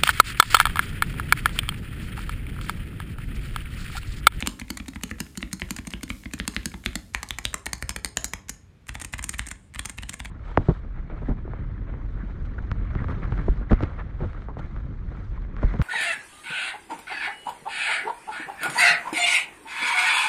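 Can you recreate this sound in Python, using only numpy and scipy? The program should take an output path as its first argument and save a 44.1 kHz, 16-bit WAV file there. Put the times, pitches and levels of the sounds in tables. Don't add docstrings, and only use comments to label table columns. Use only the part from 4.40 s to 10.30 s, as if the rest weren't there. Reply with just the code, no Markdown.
import sys
import numpy as np
from scipy import signal
from scipy.fft import rfft, irfft
from scipy.io import wavfile

SR = 44100
rng = np.random.default_rng(int(sys.argv[2]) if len(sys.argv) > 2 else 0)


def generate_wav(sig):
    pcm = np.round(np.clip(np.atleast_2d(sig).T, -1, 1) * 32767).astype(np.int16)
    wavfile.write(sys.argv[1], SR, pcm)


N = 260171

# t/s, clack level/dB, click level/dB, clack centre f/Hz
KEY_STROKES = [(0.025, -27, -49, 2420), (0.073, -24.5, -23.5, 2600), (0.215, -36.5, -53, 1950),
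               (0.303, -32, -30.5, 2350), (0.4, -38, -59, 1970), (0.482, -38.5, -39, 2750),
               (0.559, -37, -54, 1900), (0.635, -29, -29.5, 3170), (0.713, -31, -49, 1570),
               (0.803, -30, -29, 2770), (0.974, -38.5, -33.5, 2400), (1.028, -29, -52, 2180),
               (1.13, -34.5, -28.5, 2580), (1.219, -27.5, -55, 2420), (1.307, -31.5, -28.5, 3050),
               (1.387, -35, -45.5, 1900), (1.471, -39.5, -37, 2570), (1.537, -30.5, -47, 2340),
               (1.632, -35.5, -34.5, 2830), (1.703, -28, -44, 2150), (1.857, -37, -62, 1900),
               (1.936, -32, -33.5, 2840), (2, -26.5, -47, 2440), (2.078, -28, -25, 3400),
               (2.165, -23.5, -41.5, 2800), (2.257, -30, -25.5, 2860), (2.34, -38.5, -53, 1560),
               (2.461, -22, -33.5, 2830), (2.555, -29, -28, 2430), (2.748, -22, -31, 1740),
               (2.83, -31.5, -33, 1530), (2.907, -26.5, -34, 3570), (2.986, -29.5, -33, 1550),
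               (3.053, -21.5, -27.5, 4030), (3.142, -27, -26.5, 1460), (3.265, -28, -32.5, 1740),
               (3.332, -28.5, -26, 1860), (3.425, -30, -35, 1770), (3.493, -30.5, -26.5, 1830),
               (3.562, -29.5, -33, 2000), (3.647, -29.5, -25, 1670), (3.771, -24.5, -23, 2220),
               (3.844, -33, -25.5, 2260), (3.935, -28.5, -33, 2150), (4.094, -36, -30.5, 2430),
               (4.492, -32.5, -41.5, 1910), (4.553, -34, -44.5, 1970), (4.615, -37.5, -36, 2120),
               (4.647, -36.5, -35, 1870), (4.737, -29.5, -43, 1880), (4.792, -33, -42.5, 1930),
               (4.841, -35, -29.5, 2260), (4.893, -33.5, -26.5, 2070), (4.939, -36.5, -44, 1900),
               (4.994, -25.5, -33.5, 2080), (5.067, -46, -39, 2090), (5.113, -34.5, -36, 2178),
               (5.359, -37.5, -54, 1960), (5.393, -29, -31.5, 2900), (5.456, -34, -31, 2280),
               (5.496, -37.5, -35.5, 2120), (5.585, -34, -46.5, 2022), (5.633, -37, -46.5, 2380),
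               (5.694, -34.5, -32.5, 2570), (5.733, -43, -42, 2400), (5.802, -34.5, -45.5, 2140),
               (5.856, -36.5, -48, 2420)]
# from t/s, two cap rings f/Hz, f/Hz,
# cap focus/dB lost one octave away, scrape level/dB re mean of clack and click, rub level/dB,
# hollow level/dB re clack, case level/dB for a middling press, bump lead t/ms, bump level/dB on a press,
# desk level/dB for a middling stroke (midway between press and release), spring level/dB re click
KEY_PLACES = [(0, 4500, 7460, 4, -8, -61.5, -9, -35, 21.3, -47, -37, -52),
              (2.05, 4140, 8050, 12, -16.5, -59, -11, -35.5, 25, -46, -36.5, -33),
              (2.7, 5100, 6960, 13, -21, -63, -13, -51, 10.5, -56, -40, -37),
              (3.1, 7860, 9600, 380, -39, -68, -7, -47.5, 11, -44.5, -43, -36),
              (3.2, 5600, 8830, 32, -20, -76, -8, -46, 6.3, -68.5, -35.5, -30),
              (3.7, 6700, 10400, 110, -21, -80, -8, -46, 6.3, -60.5, -36, -17),
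              (4.4, 7540, 8730, 490, -9.5, -66, -16, -48, 5.9, -45.5, -36.5, -29.5)]
# t/s, clack level/dB, click level/dB
FINGER_TAPS = [(0.005, -38.5, -37.5), (0.011, -39, -52), (0.062, -33.5, -40), (0.197, -39, -39),
               (0.372, -36, -35.5), (0.865, -51, -65), (1.197, -44, -44.5), (1.364, -39, -36),
               (1.505, -45.5, -42.5), (2.146, -54, -44), (2.888, -62, -40.5), (3.258, -45, -34.5),
               (3.505, -39, -41), (3.658, -39, -38), (3.85, -47, -35), (3.856, -77.5, -40),
               (4.085, -47, -48), (4.098, -70, -38), (4.468, -54, -56), (4.599, -43.5, -44),
               (4.621, -44, -39.5), (4.73, -46, -44), (4.741, -36, -42), (4.782, -47, -46),
               (4.827, -44, -38.5), (4.944, -37, -45), (5.073, -44, -45), (5.086, -45, -38.5),
               (5.339, -48, -52), (5.347, -43, -46.5), (5.45, -40, -44), (5.74, -38, -37),
               (5.848, -43, -50)]
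# t/s, added rub level/dB
HAND_SLIDES = [(0.072, 3.5), (0.803, 6.5), (1.218, 6), (1.702, 9)]
# f/Hz, level/dB, t60/ms
PLATE_MODES = [(1250, 5, 11), (1950, 7, 10), (2186, 12, 10), (2666, 10, 8), (3140, 16, 5), (3450, 10, 12),
               (3970, 11, 7)]
# f/Hz, level/dB, t60/ms
CAP_MODES = [(4430, 10, 11), (5100, 7, 8), (6400, 12, 3.5), (6890, 6, 8), (7500, 9, 8), (8650, 11.5, 7),
             (10340, 0, 6), (11700, 4, 6)]
# f/Hz, level/dB, t/ms until the swing is widest
CASE_MODES = [(177.4, -3, 13.3), (227.6, 9.5, 5.5), (310.3, -3.5, 11.6)]
# f/Hz, level/dB, t60/ms
HOLLOW_MODES = [(426, -11, 54), (630, -1, 17), (1047, 10.5, 5.9)]
# f/Hz, level/dB, t60/ms
SPRING_MODES = [(5130, 10, 240), (6270, -9, 150), (6710, 0, 320), (7430, -8, 150), (8750, -4, 150),
                (9030, -6, 130), (10350, -3, 170)]
# f/Hz, level/dB, t60/ms
DESK_MODES = [(45.6, 2, 480), (57.7, 16, 185), (78.5, 14, 108), (111.2, 9, 100)]
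# f/Hz, level/dB, t60/s
ROOM_TAIL = [(60, -33.5, 0.53), (195, -1.5, 0.57), (440, 2.5, 0.48), (2140, -4.5, 0.3), (5370, -4.5, 0.32),
             (8500, -9.5, 0.32), (14200, -16.5, .3)]
# f/Hz, relative level/dB per Hz
AIR_SPECTRUM = [(18, -30), (35, -3), (100, 0), (250, -15), (700, -30), (2200, -32), (5000, -43),
                (15000, -55)]

AIR_DB = -51
MIDDLING_DB = -27
CASE_PER_DB, DESK_PER_DB = 0.26, 0.41
DESK_PRESS_DB = 3.2
CASE_RELEASE_DB, BUMP_RELEASE_DB = 2, -1
SCRAPE_RELEASE_DB = -13
BUMP_SPREAD, BUMP_CLICK_DB = 0.11, -10


def undb(db):
    return 10 ** (np.asarray(db) / 20)


def level(rows, db, size):
    rms = np.sqrt(np.mean(rows[:, :size] ** 2, axis=1))
    return rows * (undb(db) / rms)[:, None]


def place(times, rows):
    out = np.zeros(N + 2 * SR)
    for s, row in zip(times, rows):
        at = max(int(s * SR), 0)
        out[at:at + len(row)] += row
    return out[:N]


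def octaves_off(hz, centres_hz):
    centres_hz = centres_hz.reshape(len(centres_hz), 1, -1)
    return np.min(np.log2(hz[:, None] / centres_hz) ** 2, axis=2)


def bins_hz(size):
    return np.maximum(np.fft.rfftfreq(size, 1 / SR), 1)


def ring(modes, centre_hz, focus_db, size, detune, scatter_db):
    hz, db, t60_ms = (column[:, None] for column in np.transpose(modes))
    chance = rng.standard_normal((len(centre_hz), len(modes), 2))
    loss_db = np.minimum(focus_db * octaves_off(hz[:, 0], centre_hz)[..., None], 26)
    db = db - loss_db + scatter_db * chance[..., 1:]
    t = np.arange(size) / SR
    tuned_hz = hz * (1 + detune * chance[..., :1])
    decay = 1000. ** (-1000 * t / t60_ms)
    return np.sum(undb(db) * np.sin(2 * np.pi * tuned_hz * t) * decay, axis=1)


def air():
    hz, db = np.transpose(AIR_SPECTRUM)
    gain_db = np.interp(np.log(bins_hz(N)), np.log(hz), db)
    noise = irfft(rfft(rng.standard_normal(N)) * undb(gain_db), N)
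    return level(noise[None], AIR_DB, size=N)


def contacts(looseness, size, density=.07):
    chance = rng.random((len(looseness), size, 2))
    ms = 1000 * np.arange(size) / SR
    fade_ms = 2.66 * np.maximum(looseness[:, None] - .8, .1)
    knocks = (chance[..., 0] < density) * (2 * chance[..., 1] - 1)
    knocks *= np.exp(-(ms / fade_ms) ** 2)
    knocks[:, 0] = 1
    return knocks


def clack(s, clack_db, click_db, plate_hz, cap_hz, focus_db, looseness):
    blows = contacts(looseness, size=600)
    plate = ring(4 * PLATE_MODES, plate_hz, 30., size=500, detune=.09, scatter_db=2.5)
    plate = signal.fftconvolve(plate, blows, axes=1)
    cap = ring(3 * CAP_MODES, cap_hz, focus_db[:, None, None], size=500, detune=.03, scatter_db=3.)
    cap = signal.fftconvolve(cap, blows, axes=1)
    plate = signal.sosfilt(signal.butter(2, [750, 5500], "band", fs=SR, output="sos"), plate)
    cap = signal.sosfilt(signal.butter(1, 3000, "high", fs=SR, output="sos"), cap)
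    return place(s, level(plate, clack_db, size=400) + level(cap, click_db, size=400))


def bumps(s, lead_ms, bump_db, cap_hz, focus_db):
    count = len(s)
    times = s - lead_ms / 1000 * (1 + BUMP_SPREAD * rng.standard_normal(count))
    return clack(times, bump_db, bump_db + BUMP_CLICK_DB, np.full(count, 2100.),
                 cap_hz, focus_db, np.full(count, 2.2))


def finger_taps(cap_hz, focus_db):
    s, clack_db, click_db = np.transpose(FINGER_TAPS)
    return clack(s, clack_db, click_db, np.full(len(s), 2100.), cap_hz, focus_db, np.full(len(s), 2.2))


def scrape(s, scrape_db, centres_hz, slide_ms=12.0, focus_db=22.0):
    size = int(slide_ms * SR / 1000)
    chance = rng.standard_normal((len(s), size, 2))
    grit = chance[..., 0] * undb(2.9 * chance[..., 1]) * np.linspace(.6, .9, size)
    colour = undb(-focus_db * octaves_off(bins_hz(size), centres_hz))
    grit = irfft(rfft(grit) * colour, size)
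    return place(s - size / SR, level(grit, scrape_db, size=size))


def ping(s, spring_db, cap_hz, focus_db):
    focus_db = 8 + focus_db[:, None, None]
    spring = ring(3 * SPRING_MODES, cap_hz, focus_db, size=SR // 4, detune=.004, scatter_db=3.)
    return place(s, level(spring, spring_db, size=400))


def hollow(s, hollow_db):
    knock = ring(HOLLOW_MODES, np.ones(len(s)), 0, size=2000, detune=.1, scatter_db=3.)
    return place(s, level(knock, hollow_db, size=400))


def rub(s, rub_db, cap_hz, focus_db):
    size = SR // 5
    chance = rng.standard_normal((len(s), size, 2))
    drag = chance[..., 0] * undb(5.5 * chance[..., 1])
    drag *= np.sqrt(1 - np.arange(size) / size)
    colour = undb(-focus_db[:, None] * octaves_off(bins_hz(size), cap_hz) / 2)
    drag = irfft(rfft(drag) * colour, size)
    drag = signal.sosfilt(signal.butter(1, 1200, "high", fs=SR, output="sos"), drag)
    lasts = np.arange(size) / SR < np.diff(s, append=N / SR)[:, None]
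    return place(s, level(drag, rub_db, size=400) * lasts)


def case_thump(s, down, case_db):
    t = np.arange(6000) / SR
    chance = rng.standard_normal((len(s), len(CASE_MODES)))
    case = 0
    for (hz, db, peak_ms), tune in zip(CASE_MODES, chance.T):
        late = 1000 * t / peak_ms
        swell = (late * np.exp(1 - late)) ** 2
        tuned_hz = hz * (1 + tune[:, None] / 12)
        case = case + undb(db) * swell * np.cos(2 * np.pi * tuned_hz * (t - .0085))
    return place(s, level(case * down[:, None], case_db, size=1200))


def desk_thump(s, desk_db, lag_ms=1.1, onset_ms=7.4):
    size = 12000
    desk = ring(DESK_MODES, np.ones(len(s)), 0, size=size, detune=.05, scatter_db=2.)
    desk *= 1 - np.exp(-1000 * np.arange(size) / SR / onset_ms)
    return place(s + lag_ms / 1000, level(desk, desk_db, size=2200))


def rebounds(s, clack_db, click_db, plate_hz, cap_hz, focus_db, count=4, within_ms=50., below_db=-21.):
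    chance = rng.random((len(s), count, 3))
    late = chance[..., 0]
    dull_db = clack_db[:, None] + below_db - 8 * late - 9 * chance[..., 1]
    bright_db = click_db[:, None] + below_db - 8 * late - 9 * chance[..., 2]
    times = (s[:, None] + 0.0056 + late * within_ms / 1000).ravel()
    colour = (column.repeat(count, axis=0) for column in (plate_hz, cap_hz, focus_db))
    return clack(times, dull_db.ravel(), bright_db.ravel(), *colour, np.full(times.size, 1.6))


def room(x, s, onset_ms=0.37, count=8):
    t = np.arange(SR // 2) / SR
    hz, db, t60 = np.transpose(ROOM_TAIL)
    noise, tails = rng.standard_normal((count, len(t))), 0
    for mid in 40 * 2 ** np.arange(0, 8.7, 1 / 3):
        edges_hz = [mid * 2 ** (-1 / 6), mid * 2 ** (1 / 6)]
        band = signal.sosfilt(signal.butter(2, edges_hz, "band", fs=SR, output="sos"), noise)
        gain_db, fade_s = (np.interp(np.log(mid), np.log(hz), column) for column in (db, t60))
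        spread = np.sqrt(fade_s * SR / (2 * np.log(1000)))
        tails = tails + band * undb(gain_db - 60 * t / fade_s) / spread
    tails = tails * (1 - np.exp(-1000 * t / onset_ms))
    edges = np.r_[0, (s[1:] * SR).astype(int), N]
    spans = enumerate(zip(edges, edges[1:]))
    wet = [signal.fftconvolve(x[a:b], tails[k % count]) for k, (a, b) in spans]
    return place(edges[:-1] / SR, wet)


def scene():
    s, clack_db, click_db, plate_hz = np.transpose(KEY_STROKES)
    places = np.array(KEY_PLACES)
    here = places[np.searchsorted(places[:, 0], s) - 1]
    cap_hz = here[:, 1:3]
    (focus_db, scrape_db, rub_db, hollow_db, case_db,
     lead_ms, bump_db, desk_db, spring_db) = here[:, 3:].T
    tap_s = np.transpose(FINGER_TAPS)[0]
    tap_here = places[np.searchsorted(places[:, 0], tap_s) - 1]

    down = np.where(clack_db - click_db > 4.5, 1., -1.)
    release = down < 0
    stroke_db = np.maximum(clack_db, click_db)
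    looseness = np.where(release, -.8, -1.5) - 0.1 * stroke_db
    for slide_s, slide_db in HAND_SLIDES:
        rub_db[np.argmin(np.abs(s - slide_s))] += slide_db
    scrape_db = (clack_db + click_db) / 2 + scrape_db + SCRAPE_RELEASE_DB * release
    case_db = case_db + CASE_PER_DB * (stroke_db - MIDDLING_DB) + CASE_RELEASE_DB * release
    desk_db = desk_db + DESK_PER_DB * (clack_db - MIDDLING_DB) + DESK_PRESS_DB * down

    keys = bumps(s, lead_ms, bump_db + BUMP_RELEASE_DB * release, cap_hz, focus_db)
    keys += finger_taps(tap_here[:, 1:3], tap_here[:, 3])
    keys += scrape(s, scrape_db, np.c_[plate_hz, cap_hz])
    keys += clack(s, clack_db, click_db, plate_hz, cap_hz, focus_db, looseness)
    keys += ping(s, click_db + spring_db, cap_hz, focus_db)
    keys += hollow(s, clack_db + hollow_db)
    keys += rub(s, rub_db, cap_hz, focus_db)
    keys += case_thump(s, down, case_db) + desk_thump(s, desk_db)
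    keys += rebounds(s, clack_db, click_db, plate_hz, cap_hz, focus_db)
    return keys + room(keys, s) + air()


def record(dry):
    mic = signal.sosfilt(signal.butter(3, 40, "high", fs=SR, output="sos"), dry)
    mic = signal.sosfilt(signal.butter(3, 13500, fs=SR, output="sos"), mic)
    return signal.sosfilt(signal.ellip(10, .2, 80, 16300, fs=SR, output="sos"), mic)


dry = scene()
out = record(dry)
generate_wav(out)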